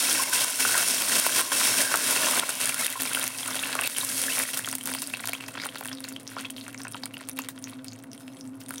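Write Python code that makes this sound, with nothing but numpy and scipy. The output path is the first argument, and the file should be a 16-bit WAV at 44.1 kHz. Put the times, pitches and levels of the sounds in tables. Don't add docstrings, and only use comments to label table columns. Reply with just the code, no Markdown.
import sys
import numpy as np
from scipy import signal
from scipy.fft import rfft, irfft
from scipy.io import wavfile
from scipy.ndimage import uniform_filter1d, minimum_filter1d

SR = 44100
rng = np.random.default_rng(int(sys.argv[2]) if len(sys.argv) > 2 else 0)


def unload_wav(signal):
    wavfile.write(
        sys.argv[1],
        SR,
        np.round(np.clip(np.atleast_2d(signal).T, -1, 1) * 32767).astype(np.int16),
    )


N = 388080
POUR_END_S = 2.14


def undb(db):
    return 10 ** (np.asarray(db) / 20)


def unit(x):
    return x / np.sqrt(np.mean(x ** 2))


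def ring_down(t, t60_s):
    return np.exp(-np.log(1000) * t / t60_s)


def band(x, hz, width_hz):
    return signal.lfilter(*signal.iirpeak(hz, hz / width_hz, fs=SR), x)


def high_pass(x, order, hz):
    return signal.sosfilt(signal.butter(order, hz, "high", fs=SR, output="sos"), x)


def walk(rate):
    step = int(SR / rate)
    held = np.repeat(rng.standard_normal(N // step + 1), step)
    return 1.275 * uniform_filter1d(uniform_filter1d(held, step), step)[:N]


def heat(t):
    # time in seconds, gurgle level in dB, fizz level in dB.
    boil_course = [(0.0, -30, -19.5), (0.7, -31.5, -20), (1.0, -30, -20.5), (1.3, -26, -17.5),
                   (2.001, -27.5, -18.5), (2.45, -24.5, -22.5), (2.62, -29.5, -26), (3.2, -32, -31),
                   (3.35, -34.5, -30.5), (3.798, -30.5, -34.5), (3.921, -30.5, -26), (4.2, -35.5, -26),
                   (4.48, -31, -26), (4.65, -42, -37.5), (5.1, -44.5, -43.5), (5.4, -43.5, -48.5),
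                   (6.1, -46.5, -52.5), (7.0, -53.5, -56.5), (7.8, -54.5, -63), (8.5, -59, -64),
                   (8.8, -47.5, -50)]
    # time in seconds, gurgle change in dB, fizz change in dB (negative is a dip).
    swells_and_dips = [(.12, 0.5, -0.5), (.34, -0.5, 2), (.65, 1, 0), (.76, 6.5, 2.5), (.89, -0.5, 0.5),
                       (1.14, 2, 1), (1.38, 1.5, 0), (1.53, 0, -1.5), (1.72, -2, -2), (1.95, 0.5, -3),
                       (2.198, 2.5, -1), (2.4, 1.5, -1.5), (2.9, 4, 5.5), (3.03, -0.5, 1), (3.5, 3, 2),
                       (3.75, 0, -0.5), (4.3, 3, 0), (4.68, 5.5, 3), (4.9, 9.5, 8), (5.0, 2, 6),
                       (5.15, 1, 0.5), (5.3, 8.5, 6), (5.58, 10.5, 3), (5.659, 6, 4), (5.9, 6, 1),
                       (6.0, -1, 7), (6.401, 8, 4), (6.6, 1.5, 9.5), (7.0, 1, 1), (7.2, 7, 0),
                       (7.4, 14, 9.5), (7.71, 5.5, 13), (7.9, 0, 6), (8.2, 0, 9.5), (8.3, 3, 7),
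                       (8.4, -3, 11), (8.7, 1.5, 4)]
    onset_s, return_s = 0.054, .1
    s, *slow = np.transpose(boil_course)
    at, *changes = np.transpose(swells_and_dips)
    coarse = np.arange(0, N / SR, 1 / 200)
    since = coarse[:, None] - at
    bump = np.clip(np.minimum(1 + since / onset_s, 1 - since / return_s), 0, 1)
    return [np.interp(t, s, level) + np.interp(t, coarse, bump @ change) for level, change in zip(slow, changes)]


def bursts(per_s, spread_db):
    when, big = rng.random(N), rng.uniform(-1, 1, N)
    chance = np.clip(per_s / SR, 1e-4, 1)
    hit = when < chance
    size = undb(spread_db * np.minimum(-np.log(np.abs(big[hit]) + 1e-9), 4.5))
    out = np.zeros(N)
    out[hit] = np.sign(big[hit]) * unit(size) / np.sqrt(chance[hit])
    return out


def bubbles(colour, per_s, spread_db, cycles, together, flicker_db):
    hz, db = np.transpose(colour)
    shared = bursts(per_s, spread_db)
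    out = 0
    for f in hz[0] * 2 ** np.arange(0, np.log2(hz[-1] / hz[0]), 1 / 4):
        push = np.sqrt(together) * shared + np.sqrt(1 - together) * bursts(per_s, spread_db)
        gain = undb(np.interp(np.log(f), np.log(hz), db) + flicker_db * walk(18))
        out = out + gain * np.sqrt(cycles) * band(push, f, f / cycles)
    return unit(out)


def pan_ring(x):
    # frequency in Hz, width in Hz, gain in dB before the flicker.
    pan_modes = [(645, 60, -3), (1020, 90, 1.5), (1535, 90, 1.5), (5500, 130, -2)]
    drift, flicker_db = 0.39, 5
    out = 0
    for f, width, db in pan_modes:
        up = np.clip(.5 + 1.2 * walk(4.94), 0, 1)
        higher = band(x, f + drift * width, width)
        lower = band(x, f - drift * width, width)
        out = out + undb(db + flicker_db * walk(7)) * (up * higher + (1 - up) * lower)
    return out


def boil():
    # frequency in Hz, relative level in dB per Hz.
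    gurgle_colour = [(150, -63), (220, -3.5), (400, -9), (620, -4.5), (800, -13), (1300, -6), (2000, -6.5),
                     (3000, -7.5), (4200, -13)]
    # frequency in Hz, relative level in dB per Hz.
    fizz_colour = [(2500, -3.5), (4200, -7.5), (6000, 0), (7400, -27), (9200, 17), (11500, -16),
                   (15000, -35), (16500, -18)]
    t = np.arange(N) / SR
    gurgle_db, fizz_db = heat(t)
    surge = undb(np.interp(t, [4.3, 5.5], [1.19, 3.5]) * walk(60))
    gurgle_per_s = 200 + 2500 * undb(.8 * (gurgle_db + 27))
    gurgle = bubbles(gurgle_colour, gurgle_per_s, spread_db=6.5, cycles=6.5, together=0.13, flicker_db=2.5)
    fizz_per_s = 900 + 9000 * undb(.9 * (fizz_db + 23.0))
    fizz = bubbles(fizz_colour, fizz_per_s, spread_db=6.0, cycles=3.3, together=0.23, flicker_db=0.2)
    mix = surge * (undb(gurgle_db) * gurgle + undb(fizz_db) * fizz)
    muffled = np.interp(t, [POUR_END_S, POUR_END_S + 0.78], [.35, 0])
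    mix = mix - muffled * band(mix, 11400.0, 6500.0)
    drumming_lost = np.interp(t, [POUR_END_S + 0.19, POUR_END_S + 0.25], [0, 0.55])
    mix = mix - drumming_lost * band(mix, 340, 220)
    ring = undb(np.interp(t, [POUR_END_S, POUR_END_S + 0.29], [0, -15]))
    return 0.55 * (mix + ring * pan_ring(mix))


def small(layer, count, over_db, spread_db, low_hz, high_hz):
    when, big, size = rng.random((count, 3)).T
    s = when ** 1.3 * 5.5
    db = heat(s)[layer] + over_db + spread_db * np.minimum(-np.log(big + 1e-9), 2)
    return np.transpose([s, np.minimum(db, -18), low_hz * (high_hz / low_hz) ** size])


def ragged(t, hz, steps):
    uneven = np.interp(t, np.linspace(0, t[-1], len(steps)), steps)
    return uneven * np.sin(2 * np.pi * hz * t) * np.exp(-t / 0.013)


def crack_spits():
    # time in seconds, level in dB before the cap below, ring in Hz.
    placed_cracks = [(0.097, -6, 5740), (0.129, -7, 8700), (0.236, -10, 8900), (0.373, -18, 9400),
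                     (0.4447, -9, 9050), (0.482, -8, 9600), (0.502, -9, 9900), (0.5416, -15, 5700),
                     (0.558, -5, 9100), (0.6472, -21, 9400), (0.7787, -4, 10100), (0.885, -6, 9900),
                     (1.0216, -3.5, 11800), (1.166, -12, 9700), (1.1981, -2, 9400), (1.2656, 3, 12200),
                     (1.408, -13, 8700), (1.414, -9, 8700), (1.6715, -14, 10900), (1.819, -6, 8800),
                     (1.8373, -9, 8300), (1.9728, -10, 12570), (2.1093, -4, 11200), (2.1614, -16, 4430),
                     (2.2598, -7, 6360), (2.3118, -2, 8900), (2.398, -5, 9200), (2.493, -3, 8400),
                     (2.5067, -17, 7900), (2.5534, -14, 9400), (2.614, -15, 9400), (2.657, -9, 9300),
                     (2.6744, -13, 9000), (2.6927, -11, 9200), (2.744, -2, 10200), (2.7808, -18, 9100),
                     (2.793, -18, 8300), (2.8031, -20, 9200), (2.832, -20, 9300), (2.847, -15, 10100),
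                     (2.866, 0, 11100), (2.902, -5, 10300), (2.926, -6, 9900), (3.0016, -19, 10000),
                     (3.008, -18, 12200), (3.02, -12, 10900), (3.0335, -11, 9400), (3.117, -23, 9200),
                     (3.1335, -10, 9400), (3.15, -11, 9300), (3.167, -18, 9400), (3.196, -11, 9600),
                     (3.229, -12, 10100), (3.2402, -8, 9400), (3.278, -5, 9700), (3.378, -22, 9000),
                     (3.4072, -17, 9500), (3.478, -11.5, 9250), (3.555, -14, 9800), (3.5649, -18, 9000),
                     (3.6284, -16.5, 8700), (3.6728, -16, 8750), (3.7293, -14.5, 8800), (3.7528, -16, 9600),
                     (3.812, -10.5, 9400), (3.835, -18, 8900), (3.844, -20, 8500), (3.8747, -5, 13400),
                     (3.8983, -11, 9200), (3.967, -11, 10500), (3.9842, -5, 9300), (4.0487, -7, 9200),
                     (4.0812, -16, 9100), (4.173, -16, 10200), (4.2383, -14, 8900), (4.3914, -4, 10300),
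                     (4.4013, -15, 9300), (4.419, -13, 9600), (4.437, -14, 9000), (4.5122, -13, 8800),
                     (4.5433, -17, 5500), (4.574, -13, 9340), (4.5908, -13.5, 9600), (4.624, -25, 9050),
                     (4.6877, -17, 9800), (4.7137, -20, 10500), (4.727, -16, 9000), (4.753, -11, 9000),
                     (4.7836, -18, 8800), (4.8118, -21, 8500), (4.83, -22, 9300), (4.8368, -18, 9700),
                     (4.857, -18, 10100), (4.8735, -14, 9200), (4.8998, -24, 9400), (4.9172, -16, 9600),
                     (4.9292, -23, 5000), (4.9384, -15, 9300), (4.9496, -12, 9300), (5.0025, -25, 9600),
                     (5.0208, -19, 9500), (5.0733, -18.5, 9000), (5.094, -29, 9600), (5.1333, -25, 9600),
                     (5.1422, -26, 8900), (5.1483, -19, 3800), (5.195, -24, 3770), (5.2605, -20, 4200),
                     (5.58, -25, 4500), (5.773, -24, 3700), (5.973, -27, 4030), (7.883, -25, 6500),
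                     (7.915, -34, 6460), (5.1703, -23, 8800), (5.2065, -24, 8950), (5.2161, -32, 11900),
                     (5.2368, -37, 9000), (5.256, -18, 10200), (5.2739, -17, 11700), (5.286, -15, 9150),
                     (5.294, -17, 10440), (5.3125, -26, 4240), (5.321, -19, 4500), (5.334, -14, 10400),
                     (5.407, -27, 8300), (5.4632, -29, 5100), (5.483, -25, 9350), (5.5207, -30, 9000),
                     (5.5412, -26, 7500), (5.601, -21, 4000), (5.619, -21, 4750), (5.653, -13.5, 9500),
                     (5.6674, -17.5, 9000), (5.742, -36, 9200), (5.756, -21.5, 4370), (5.784, -23, 10900),
                     (5.8368, -23, 9000), (5.8494, -23.5, 9600), (5.857, -18, 10300), (5.8763, -20, 9000),
                     (5.8863, -25, 8800), (5.8934, -20, 9900), (5.9296, -19.5, 5260), (5.9507, -28, 9450),
                     (6.0048, -22, 9900), (6.0414, -19, 4220), (6.0512, -28, 6800), (6.0875, -19.5, 7140),
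                     (6.094, -33, 5700), (6.1248, -25, 10500), (6.1376, -34, 4580), (6.1987, -30, 9400),
                     (6.232, -31, 9400), (6.2692, -34, 5400), (6.2766, -17.5, 5600), (6.3127, -33, 12000),
                     (6.3622, -32, 5300), (6.401, -24, 6260), (6.4096, -23, 8800), (6.4532, -39, 3820),
                     (6.5047, -20, 9200), (6.5648, -37, 3800), (6.5698, -27, 4200), (6.6112, -22.5, 4000),
                     (6.6807, -26, 9200), (6.7057, -33, 9700), (6.7292, -32, 12300), (6.7446, -25.5, 7060),
                     (6.7775, -24.5, 5750), (6.7853, -29, 9100), (6.8171, -19.5, 5570),
                     (6.8343, -23.5, 8560), (6.8494, -26, 5900), (6.8818, -21, 8700), (6.9114, -31, 10800),
                     (6.9163, -25, 9600), (6.9227, -23, 9500), (6.9563, -27, 9500), (6.9663, -26, 4140),
                     (6.9775, -31, 7300), (6.9973, -36, 9400), (7.0357, -15, 4530), (7.057, -18, 9300),
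                     (7.137, -30, 10500), (7.149, -33, 11500), (7.168, -33, 4850), (7.18, -29, 10400),
                     (7.2088, -28, 8700), (7.2507, -34, 5640), (7.2748, -34, 8550), (7.288, -15.5, 9400),
                     (7.2956, -19.5, 10400), (7.363, -29, 9300), (7.372, -29, 9200), (7.3892, -17.5, 11600),
                     (7.397, -30, 4700), (7.419, -21, 7100), (7.487, -15.5, 8800), (7.5775, -39, 5000),
                     (7.5886, -29, 9700), (7.5946, -38, 10100), (7.6173, -40, 9600), (7.625, -28, 9200),
                     (7.6412, -16.5, 6160), (7.6814, -39, 4200), (7.696, -27.5, 10000), (7.7, -33, 9800),
                     (7.707, -32, 10400), (7.7337, -33, 3900), (7.7435, -39, 8800), (7.845, -24.5, 9500),
                     (7.872, -33, 5170), (7.883, -23, 4900), (7.9214, -30, 4530), (7.933, -26.5, 6600),
                     (7.961, -36, 8800), (7.9896, -36, 5800), (8.026, -36, 8400), (8.0377, -28, 10200),
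                     (8.1164, -29, 5730), (8.132, -24, 5570), (8.1495, -34, 10100), (8.1783, -30, 9100),
                     (8.2796, -37, 8130), (8.35, -40, 9100), (8.4027, -39, 9100), (8.41, -25.5, 5500),
                     (8.4753, -30.5, 8000), (8.5549, -37, 10600), (8.604, -36, 8650), (8.6151, -34, 5500),
                     (8.6373, -32, 9000), (8.662, -31, 8900), (8.6849, -27, 9900), (8.692, -23, 9000),
                     (8.7071, -20, 11000), (8.7219, -37, 9300), (8.739, -21, 10500), (8.747, -28, 8700),
                     (8.7589, -25, 9650), (8.7818, -20.5, 6000), (1.9579, -8, 11200), (3.4611, -13, 8440),
                     (3.5069, -19, 5650), (3.8583, -18, 9650), (4.0049, -17, 11100), (5.6365, -24, 6200),
                     (5.809, -24, 11200), (5.8665, -23, 10160), (6.3012, -29, 9200), (7.1891, -38, 12200),
                     (7.3314, -29, 9700), (8.132, -28, 9650)]
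    cap_db, hard_db = -8.5, -18
    t60_s, low_rings_longer = 1.99e-3, 0.72
    out, t = np.zeros(N + 2048), np.arange(2048) / SR
    scattered = small(layer=1, count=70, over_db=18, spread_db=2.5, low_hz=5000, high_hz=13000)
    cracks = np.vstack([scattered, placed_cracks])
    chance = rng.standard_normal((len(cracks), 129))
    noises = chance[:, 1:65] - 0.11 * chance[:, :64]
    for (s, db, hz), noise, steps in zip(cracks, noises, chance[:, 65:]):
        crack = np.sin(2 * np.pi * hz * t) * ring_down(t, t60_s / (hz / 9000) ** low_rings_longer)
        crack = crack * (1 - np.exp(-(t * hz / .5) ** 2)) * 1.13
        spray = np.clip(1 + (db - hard_db) / 20, .25, 1)
        crack[:64] += 0.71 * spray * (hz / 9000) ** 2.4 * noise * np.exp(-t[:64] / 0.00028)
        crack[0] += 0.14 * spray * (hz / 9000) ** 1.8
        quiver = 0.059 * (9000 / hz) ** 0.85 * ragged(t, hz, steps)
        i = int(s * SR)
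        out[i:i + 2048] += undb(min(db, cap_db)) * (crack + quiver)
    return out[:N]


def bubble_spits():
    # time in seconds, level in dB, starting ring in Hz, t60 in ms (1.5 at least).
    placed_bubbles = [(0.05, -16, 3640, 4.9), (.115, -15, 3380, 11), (0.327, -21, 1510, 30),
                      (0.3553, -16.5, 2680, 9), (.379, -18, 3490, 12), (0.446, -12.5, 1140, 6.5),
                      (0.479, -20, 1520, 19), (.592, -17, 1570, 5.4), (0.6505, -9.5, 1450, 11),
                      (0.6585, -23, 1510, 28), (.743, -17, 1570, 17), (.751, -22.5, 1005, 32),
                      (0.8286, -21, 1050, 11), (1.096, -18, 1540, 14), (1.247, -21, 1480, 43),
                      (1.2639, -7, 980, 7.6), (1.2926, -18, 1560, 17), (1.32, -22, 1550, 24),
                      (1.393, -12.5, 1500, 9.1), (1.52, -9.5, 1500, 4.8), (1.656, -12.5, 2500, 2.7),
                      (1.788, -10, 2710, 4.5), (1.806, -16, 1800, 10), (1.9407, -8, 1410, 7.5),
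                      (1.9496, -12, 1130, 7.2), (2.163, -14, 1550, 3.9), (2.175, -15, 2560, 6.4),
                      (2.233, -17, 1720, 24), (2.269, -12, 1540, 4), (2.332, -26, 1630, 16),
                      (2.395, -12, 3470, 8.8), (2.424, -19, 1380, 46), (2.4325, -13, 1060, 11),
                      (2.49, -15, 1460, 10), (2.695, -16, 2500, 6), (2.845, -21, 3540, 10),
                      (2.861, -20, 3240, 9.3), (2.88, -14, 2530, 10), (2.904, -21, 3140, 17),
                      (2.934, -20, 2020, 25), (2.9552, -16, 1036, 37), (2.972, -23, 1010, 43),
                      (2.9944, -14, 2670, 6), (3.073, -23.5, 2330, 29), (3.1312, -20, 2890, 3.5),
                      (3.1482, -10.5, 2950, 3), (3.171, -18, 1480, 13), (3.431, -19, 3280, 10),
                      (3.458, -16, 2980, 2), (3.482, -20, 1420, 7.3), (3.488, -22.5, 1180, 20),
                      (3.5922, -17, 3550, 7.6), (3.6354, -18, 2710, 10), (3.657, -12, 2680, 1.4),
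                      (3.729, -20, 1640, 8.2), (3.7526, -12, 1260, 4.6), (3.7895, -13, 1440, 6.5),
                      (3.79, -15, 2660, 7.3), (3.819, -19, 2780, 12), (3.8236, -15, 1730, 5),
                      (3.8385, -17.5, 2550, 13), (3.851, -23, 4230, 10), (3.861, -20, 3900, 6),
                      (3.864, -22, 2600, 11), (3.874, -22, 3750, 10), (3.9484, -15, 3360, 4),
                      (3.964, -13, 3000, 12), (3.9857, -26, 2460, 12), (4.011, -20, 3770, 14),
                      (4.1212, -22, 2330, 3.6), (4.1918, -22, 1460, 3), (4.2383, -15, 3360, 2.4),
                      (4.322, -22, 2950, 25), (4.3823, -13, 2300, 3), (4.3988, -13, 1940, 4.6),
                      (4.4067, -17, 1820, 6.6), (4.452, -20, 1880, 17), (4.489, -17, 1840, 11),
                      (4.5374, -16.5, 3050, 4), (4.593, -21, 1700, 6.8), (4.646, -21.5, 3210, 11),
                      (4.6745, -18.5, 1350, 8.9), (4.738, -23, 1660, 5.9), (4.783, -24, 1940, 4),
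                      (4.81, -21, 3070, 11), (4.8878, -21, 1770, 3), (4.914, -32, 1040, 8.4),
                      (4.9378, -15, 3060, 1.8), (4.951, -35, 1140, 8), (4.966, -28, 4710, 8),
                      (5.023, -28, 1150, 8), (5.067, -30, 4820, 8), (5.099, -27, 3570, 6),
                      (5.1374, -17.5, 2600, 17), (5.1716, -29, 1460, 5.4), (5.2006, -23, 1970, 7),
                      (5.239, -33, 2260, 7.4), (5.273, -24.5, 1560, 11), (5.29, -21.5, 3100, 9),
                      (5.292, -25.5, 670, 25), (5.3324, -14.5, 2300, 16), (5.341, -25, 2520, 22),
                      (5.35, -20, 3140, 9.7), (5.408, -22.5, 2680, 6), (5.439, -20, 2460, 2.6),
                      (5.438, -30, 1610, 4.4), (5.485, -21, 2580, 2.2), (5.553, -31, 3120, 10),
                      (5.573, -23, 2410, 5), (5.576, -18, 1480, 3.7), (5.589, -28, 3480, 9.1),
                      (5.599, -23, 2030, 12), (5.6, -26, 4200, 7), (5.618, -35, 4800, 8.8),
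                      (5.6576, -14.5, 1625, 2.9), (5.689, -23.5, 3070, 8), (5.7578, -17.5, 1500, 3),
                      (5.809, -25.5, 825, 14), (5.8274, -20, 1470, 2.6), (5.8561, -20.5, 1690, 6.5),
                      (5.885, -20.5, 3100, 4), (5.9146, -29, 3340, 16), (5.9848, -26, 3660, 4.1),
                      (6.046, -26, 1700, 4), (6.05, -28, 2530, 5), (6.137, -38, 4540, 8),
                      (6.1632, -21.5, 3080, 7.1), (6.366, -17, 1080, 6.3), (6.386, -28, 4500, 7.4),
                      (6.453, -20.5, 3300, 9.3), (6.462, -29, 3200, 9), (6.5004, -26, 3020, 5.7),
                      (6.5648, -26, 3630, 2.2), (6.5811, -30, 3120, 14), (6.665, -29, 2530, 5),
                      (6.6804, -25, 1500, 5.6), (6.746, -25, 2200, 5.3), (6.797, -39, 5050, 8),
                      (6.8043, -24.5, 1500, 3.1), (6.8512, -20.5, 1500, 3.6), (6.869, -23, 1590, 5),
                      (6.87, -31, 2500, 17), (6.945, -22, 2990, 3.7), (6.946, -24, 1260, 17),
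                      (6.953, -29.5, 910, 15), (6.935, -34, 5280, 8), (6.936, -33, 3600, 6),
                      (6.9666, -25, 3120, 1.6), (7.0345, -24.5, 915, 8.6), (7.0578, -28, 2300, 2.3),
                      (7.1408, -29, 2810, 33), (7.169, -23.5, 2920, 4.4), (7.2086, -46, 1520, 5),
                      (7.288, -26, 3700, 3.3), (7.314, -32, 5900, 8), (7.3776, -28, 3770, 6.7),
                      (7.3911, -23.5, 1190, 13), (7.389, -17, 2650, 4.3), (7.4874, -22.5, 1780, 1.5),
                      (7.578, -33, 1770, 3.3), (7.578, -32, 3100, 4), (7.673, -26, 2490, 2.5),
                      (7.697, -37, 3330, 8), (7.733, -34, 2410, 5), (7.7272, -38, 1090, 16),
                      (7.7914, -36, 1540, 4.1), (8.041, -33, 1780, 3.5), (8.178, -35, 3180, 5.1),
                      (8.2797, -26, 2800, 1.9), (8.334, -39, 2500, 2), (8.369, -30, 3400, 1.5),
                      (8.707, -20.5, 1490, 5), (8.738, -38, 1130, 13), (8.739, -35, 2080, 4),
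                      (8.758, -31, 3560, 5), (8.7804, -29, 3500, 11), (0.3917, -19, 3400, 11),
                      (1.153, -21, 3445, 15), (2.2855, -21, 3800, 8), (2.3737, -21, 1530, 26),
                      (2.436, -15, 2110, 10), (3.0015, -23, 1780, 12), (3.053, -20, 2420, 10),
                      (3.2136, -18.5, 3620, 6), (3.7284, -20, 4300, 5), (3.8476, -21, 2580, 12),
                      (4.1581, -30, 4480, 12), (4.176, -27, 4550, 10), (4.7272, -25, 2760, 9),
                      (4.7378, -32, 4820, 10), (5.1932, -32, 1550, 7), (5.274, -26, 4650, 2),
                      (5.5816, -31, 3270, 9), (5.6093, -30, 4820, 11), (5.6346, -29, 4850, 8),
                      (5.6366, -27, 1550, 12), (5.649, -37, 3100, 14), (5.8481, -30, 2580, 8),
                      (5.9147, -25, 1720, 7), (5.9505, -29, 4650, 3), (6.1088, -38, 2580, 6),
                      (6.1189, -35, 1380, 9), (6.269, -27, 3790, 3), (6.3435, -33, 3800, 1.5),
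                      (6.3727, -36, 3270, 7), (6.3786, -36, 3270, 6), (6.4482, -24.5, 2510, 15),
                      (6.7291, -35, 2930, 4), (7.0629, -33, 1380, 8), (7.109, -31, 2000, 2),
                      (7.2383, -40, 3445, 10), (7.2954, -39, 2240, 7), (7.4538, -41, 3270, 9),
                      (7.487, -26, 3790, 3), (7.7919, -37, 3445, 4), (8.335, -40, 5860, 5),
                      (8.37, -40, 7920, 5), (8.6148, -29, 3000, 3), (8.6621, -32, 3620, 2.8)]
    out, t = np.zeros(N + 2048), np.arange(2048) / SR
    scattered = small(layer=0, count=150, over_db=4.1, spread_db=1.7, low_hz=1000, high_hz=3600)
    scattered_t60_ms = 12.5 * rng.exponential(size=len(scattered))
    pops = np.vstack([np.c_[scattered, scattered_t60_ms], placed_bubbles])
    for (s, db, hz, t60_ms), steps in zip(pops, rng.standard_normal((len(pops), 32))):
        t60 = max(t60_ms, 1.5) / 1000
        shape = (1 - np.exp(-t * hz / 0.058)) * ring_down(t, t60)
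        slap = 0.82 * np.exp(-t * hz * 4.7) * np.sin(np.pi * hz * t)
        bubble = shape * np.sin(2 * np.pi * hz * t * (1 + 0.056 * t / t60))
        i = int(s * SR)
        out[i:i + 2048] += undb(db) * (slap + bubble + 0.1 * ragged(t, hz, steps))
    return out[:N]


def thumps():
    # time in seconds, level in dB.
    dull_pops = [(0.085, -20), (0.154, -24), (0.332, -28), (0.389, -27), (0.474, -29), (0.591, -28),
                 (0.649, -27), (0.746, -21), (0.806, -28), (0.828, -21), (1.006, -24), (1.076, -23),
                 (1.129, -18), (1.227, -26), (1.264, -16), (1.361, -29), (1.519, -22), (1.611, -16),
                 (1.715, -23), (1.739, -18), (1.895, -28), (1.94, -18), (2.188, -31), (2.221, -27),
                 (2.268, -18), (2.423, -23), (2.49, -34), (2.606, -28), (2.668, -28), (2.692, -24),
                 (2.802, -25), (2.89, -22), (2.955, -27), (3.122, -32), (3.17, -24), (3.194, -28),
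                 (3.289, -38), (3.354, -28), (3.428, -26), (3.458, -33), (3.481, -24), (3.508, -31),
                 (3.559, -40), (3.656, -28), (3.691, -22), (3.727, -29), (3.752, -30), (3.79, -16),
                 (3.823, -29), (3.969, -35), (4.19, -34), (4.238, -33), (4.325, -35), (4.369, -24),
                 (4.399, -29), (4.488, -30), (4.537, -38), (4.567, -27), (4.592, -35), (4.643, -41),
                 (4.672, -27), (4.727, -26), (4.783, -36), (4.86, -35), (4.873, -24), (4.914, -24.5),
                 (4.948, -22.5), (4.979, -29), (5.022, -32), (5.137, -27), (5.201, -38), (5.201, -29),
                 (5.239, -22), (5.272, -30), (5.289, -34), (5.33, -37), (5.402, -32), (5.438, -41),
                 (5.483, -27), (5.551, -27), (5.575, -36), (5.657, -23), (5.738, -43), (5.757, -38),
                 (5.809, -29), (5.854, -34), (6.367, -34), (6.447, -32), (6.5, -38), (6.665, -35),
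                 (6.745, -37), (6.804, -38), (6.851, -28), (6.946, -40), (7.032, -29.5), (7.168, -35),
                 (7.208, -29.5), (7.287, -41), (7.388, -25), (7.487, -35), (7.672, -44), (7.725, -40),
                 (8.689, -39), (8.707, -38), (8.739, -35)]
    start_hz, end_hz, slide_s, t60_s = 2590, 607, 2.21e-3, 22.6e-3
    t, push = np.arange(1024) / SR, np.zeros(N)
    pitch = end_hz + (start_hz - end_hz) * np.exp(-t / slide_s)
    fade = (1 - np.exp(-t / 0.00062)) * ring_down(t, t60_s)
    s, db = np.transpose(dull_pops)
    push[(s * SR).astype(int)] = undb(db)
    return signal.fftconvolve(push, fade * np.sin(2 * np.pi * np.cumsum(pitch) / SR))[:N]


def sprays():
    # time in seconds, peak of the burst in dB, t60 of the hiss in seconds.
    droplets = [(4.3904, -14, 0.06), (4.4354, -7, 0.06), (4.4871, -22, 0.06), (4.542, -10, 0.067),
                (4.5726, -2, 0.072), (4.6862, -12, 0.075), (4.751, -7, 0.073), (4.783, -11, 0.06),
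                (4.8104, -22, 0.06), (4.8573, -7, 0.058), (4.917, -14, 0.06), (4.949, -14, 0.06),
                (5.02, -4.5, 0.095), (5.0923, -23, 0.06), (5.1316, -21, 0.06), (5.1691, -19, 0.06),
                (5.205, -18, 0.049), (5.256, -12, 0.054), (5.2938, -13, 0.049), (5.332, -13.5, 0.075),
                (5.4065, -24, 0.06), (5.4808, -12.5, 0.06), (5.5402, -34, 0.06), (5.651, -21, 0.06),
                (5.7562, -18, 0.072), (5.7835, -17, 0.13), (5.8361, -21, 0.06), (6.0401, -16, 0.06),
                (6.086, -12, 0.067), (6.1239, -24, 0.06), (6.1972, -35, 0.06), (6.2307, -31, 0.053),
                (6.301, -23, 0.06), (6.3349, -38, 0.06), (6.4083, -30, 0.06), (6.502, -14, 0.06),
                (6.5634, -25, 0.06), (6.6123, -33, 0.06), (6.728, -33, 0.055), (6.7839, -29, 0.06),
                (6.8333, -33, 0.06), (6.8807, -30, 0.06), (6.9156, -29, 0.07), (7.0556, -28, 0.047),
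                (7.137, -22, 0.06), (7.2745, -25, 0.06), (7.3706, -30, 0.06), (7.388, -13, 0.066),
                (7.418, -27, 0.06), (7.4866, -14, 0.11), (7.5876, -31, 0.06), (7.6245, -31, 0.053),
                (7.681, -24, 0.071), (7.843, -24, 0.08), (7.9882, -26, 0.05), (8.0361, -33, 0.067),
                (8.1314, -31, 0.06), (8.5534, -39, 0.06), (8.6033, -21.5, 0.11), (8.6841, -19, 0.06),
                (8.738, -22, 0.06), (8.78, -22, 0.05)]
    under_burst_db = -25.5
    out, t = np.zeros(N + 4096), np.arange(4096) / SR
    for (s, db, t60), noise in zip(droplets, rng.laplace(size=(len(droplets), 4096))):
        i = int(s * SR)
        out[i:i + 4096] += undb(db + under_burst_db) * noise * ring_down(t, max(t60, .01))
    return band(out[:N], 8500, 17300)


def plops():
    # time in seconds, level in dB, start in Hz, end in Hz, length in ms.
    rising_bubbles = [(2.832, -26.5, 1740, 2220, 14), (4.281, -20.5, 1600, 1900, 12.5),
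                      (4.2975, -25, 2580, 2730, 14), (6.376, -28.5, 1150, 1750, 16)]
    fade_db = -13
    out = np.zeros(N)
    for s, db, start_hz, end_hz, ms in rising_bubbles:
        u = np.linspace(0, 1, int(ms * SR / 1000))
        shape = np.clip(np.minimum(u, 1 - u) * 8, 0, 1) * undb(db + fade_db * u)
        pitch = start_hz + (end_hz - start_hz) * u
        i = int(s * SR)
        out[i:i + len(u)] += shape * np.sin(2 * np.pi * np.cumsum(pitch) / SR)
    return out


def snaps():
    # time of the peak in seconds, level in dB.
    bright_snaps = [(0.237, 1.5), (0.446, 3.5), (0.503, 4), (0.782, -2.5), (1.0251, -1.5), (1.2, 0.3),
                    (1.4157, 4), (1.423, 6), (1.8221, 1.5), (2.399, 3), (2.5082, 3.5), (2.697, -0.7),
                    (2.868, 6.5), (2.904, 5), (3.2807, 2.5), (3.411, 0.5), (3.875, 2.5), (4.0504, -1),
                    (4.438, 3.5), (4.7564, 0.5), (5.297, 0)]
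    out, t = np.zeros(N), np.arange(48) / SR
    for s, db in bright_snaps:
        i = int(s * SR) - 24
        out[i:i + 48] += undb(db) * np.hanning(48) * np.cos(2 * np.pi * 19500 * t)
    return out


def whistle():
    # frequency in Hz, level at the onset in dB before it wavers.
    metal_lines = [(4050, -68), (5152, -69), (8446, -76), (10487, -63), (12250, -76), (12775, -72),
                   (13900, -76), (15434, -72)]
    start_s, length_s, fade_db_per_s = 8.185, .29, -38
    t = np.arange(N) / SR - start_s
    on = np.clip(np.minimum(t, length_s - t) / .015, 0, 1) * undb(fade_db_per_s * np.maximum(t, 0))
    out = 0
    for f, db in metal_lines:
        level = undb(db + 3.5 * walk(45))
        out = out + level * np.sin(2 * np.pi * f * np.cumsum(1 + .003 * walk(12)) / SR)
    return on * out


def room(x):
    # delay in ms, level in dB before the dulling filter.
    reflections = [(3.8, -43), (7.6, -46), (9.5, -35.5), (20.0, -21.5)]
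    t = np.arange(8192) / SR
    tail = rng.standard_normal(8192) * ring_down(t, 0.02) * (t > .0015)
    response = undb(-12) * tail / np.sqrt(np.sum(tail ** 2))
    for ms, db in reflections:
        response[int(ms * SR / 1000)] += undb(db)
    return x + band(signal.fftconvolve(x, response)[:N], 5200.0, 13700.0)


def drone():
    hz, wander_hz, full_db = 264, 4.845, -47
    early_db = np.interp(np.arange(N) / SR, [POUR_END_S, 5.2], [-4, 0])
    level = undb(full_db + early_db + 1.56 * walk(14))
    return level * np.sin(2 * np.pi * np.cumsum(hz + wander_hz * walk(17)) / SR)


def kitchen():
    # frequency in Hz, noise bandwidth in Hz (about), full rms level in dB before it wavers.
    hum_bands = [(111.5, 7.9, -57), (128, 20, -58.5), (164.4, 12, -66), (228.4, 11, -57.5),
                 (264.9, 15.6, -47.5), (518, 25, -61.5), (660, 55, -62.5)]
    # frequency in Hz, relative level in dB per Hz.
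    rush_colour = [(30, -15.5), (55, -17.5), (85, -26), (110, -14), (300, -1.5), (600, -9), (1270, -12),
                   (3860, -40), (9230, -37), (15200, -42)]
    hum = 0
    for f, width, db in hum_bands:
        level = undb(db + 0.95 * walk(5))
        narrow = band(band(rng.standard_normal(N), f, 1.33 * width), f, 1.33 * width)
        hum = hum + level * unit(narrow)
    hum = hum * undb(np.interp(np.arange(N) / SR, [0, POUR_END_S], [-4, 0]))
    hz, db = np.transpose(rush_colour)
    shape = undb(np.interp(np.log(np.fft.rfftfreq(N, 1 / SR) + 1), np.log(hz), db))
    rush = irfft(rfft(rng.standard_normal(N)) * shape, N)
    return hum + undb(-55.5) * unit(rush)


def bend(x):
    warp = np.tan(np.pi * 550 / SR)
    k = (1 - warp) / (1 + warp)
    return signal.sosfilt([[k * k, -2 * k, 1, 1, -2 * k, k * k]] * 4, x)


def scene():
    spitting = high_pass(crack_spits() + bubble_spits() + thumps() + sprays() + plops(), 2, 415)
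    pan = bend(high_pass(room(boil() + spitting), 4, 132))
    return (pan + snaps() + kitchen() + drone() + whistle())[None]


def record(dry):
    ceiling, hold_s, top_hz = .7, .094, 15900
    dry = dry + undb(-6.5) * band(dry, 9200, 1500)
    hold = int(hold_s * SR)
    need = np.minimum(1, ceiling / (np.abs(dry) + 1e-9))
    gain = minimum_filter1d(need, size=hold, origin=(hold - 1) // 2 - 12, mode="nearest")
    gain = uniform_filter1d(gain, size=24)
    return signal.sosfilt(signal.ellip(10, .2, 65, top_hz, fs=SR, output="sos"), dry * gain)


dry = scene()
out = record(dry)
unload_wav(out)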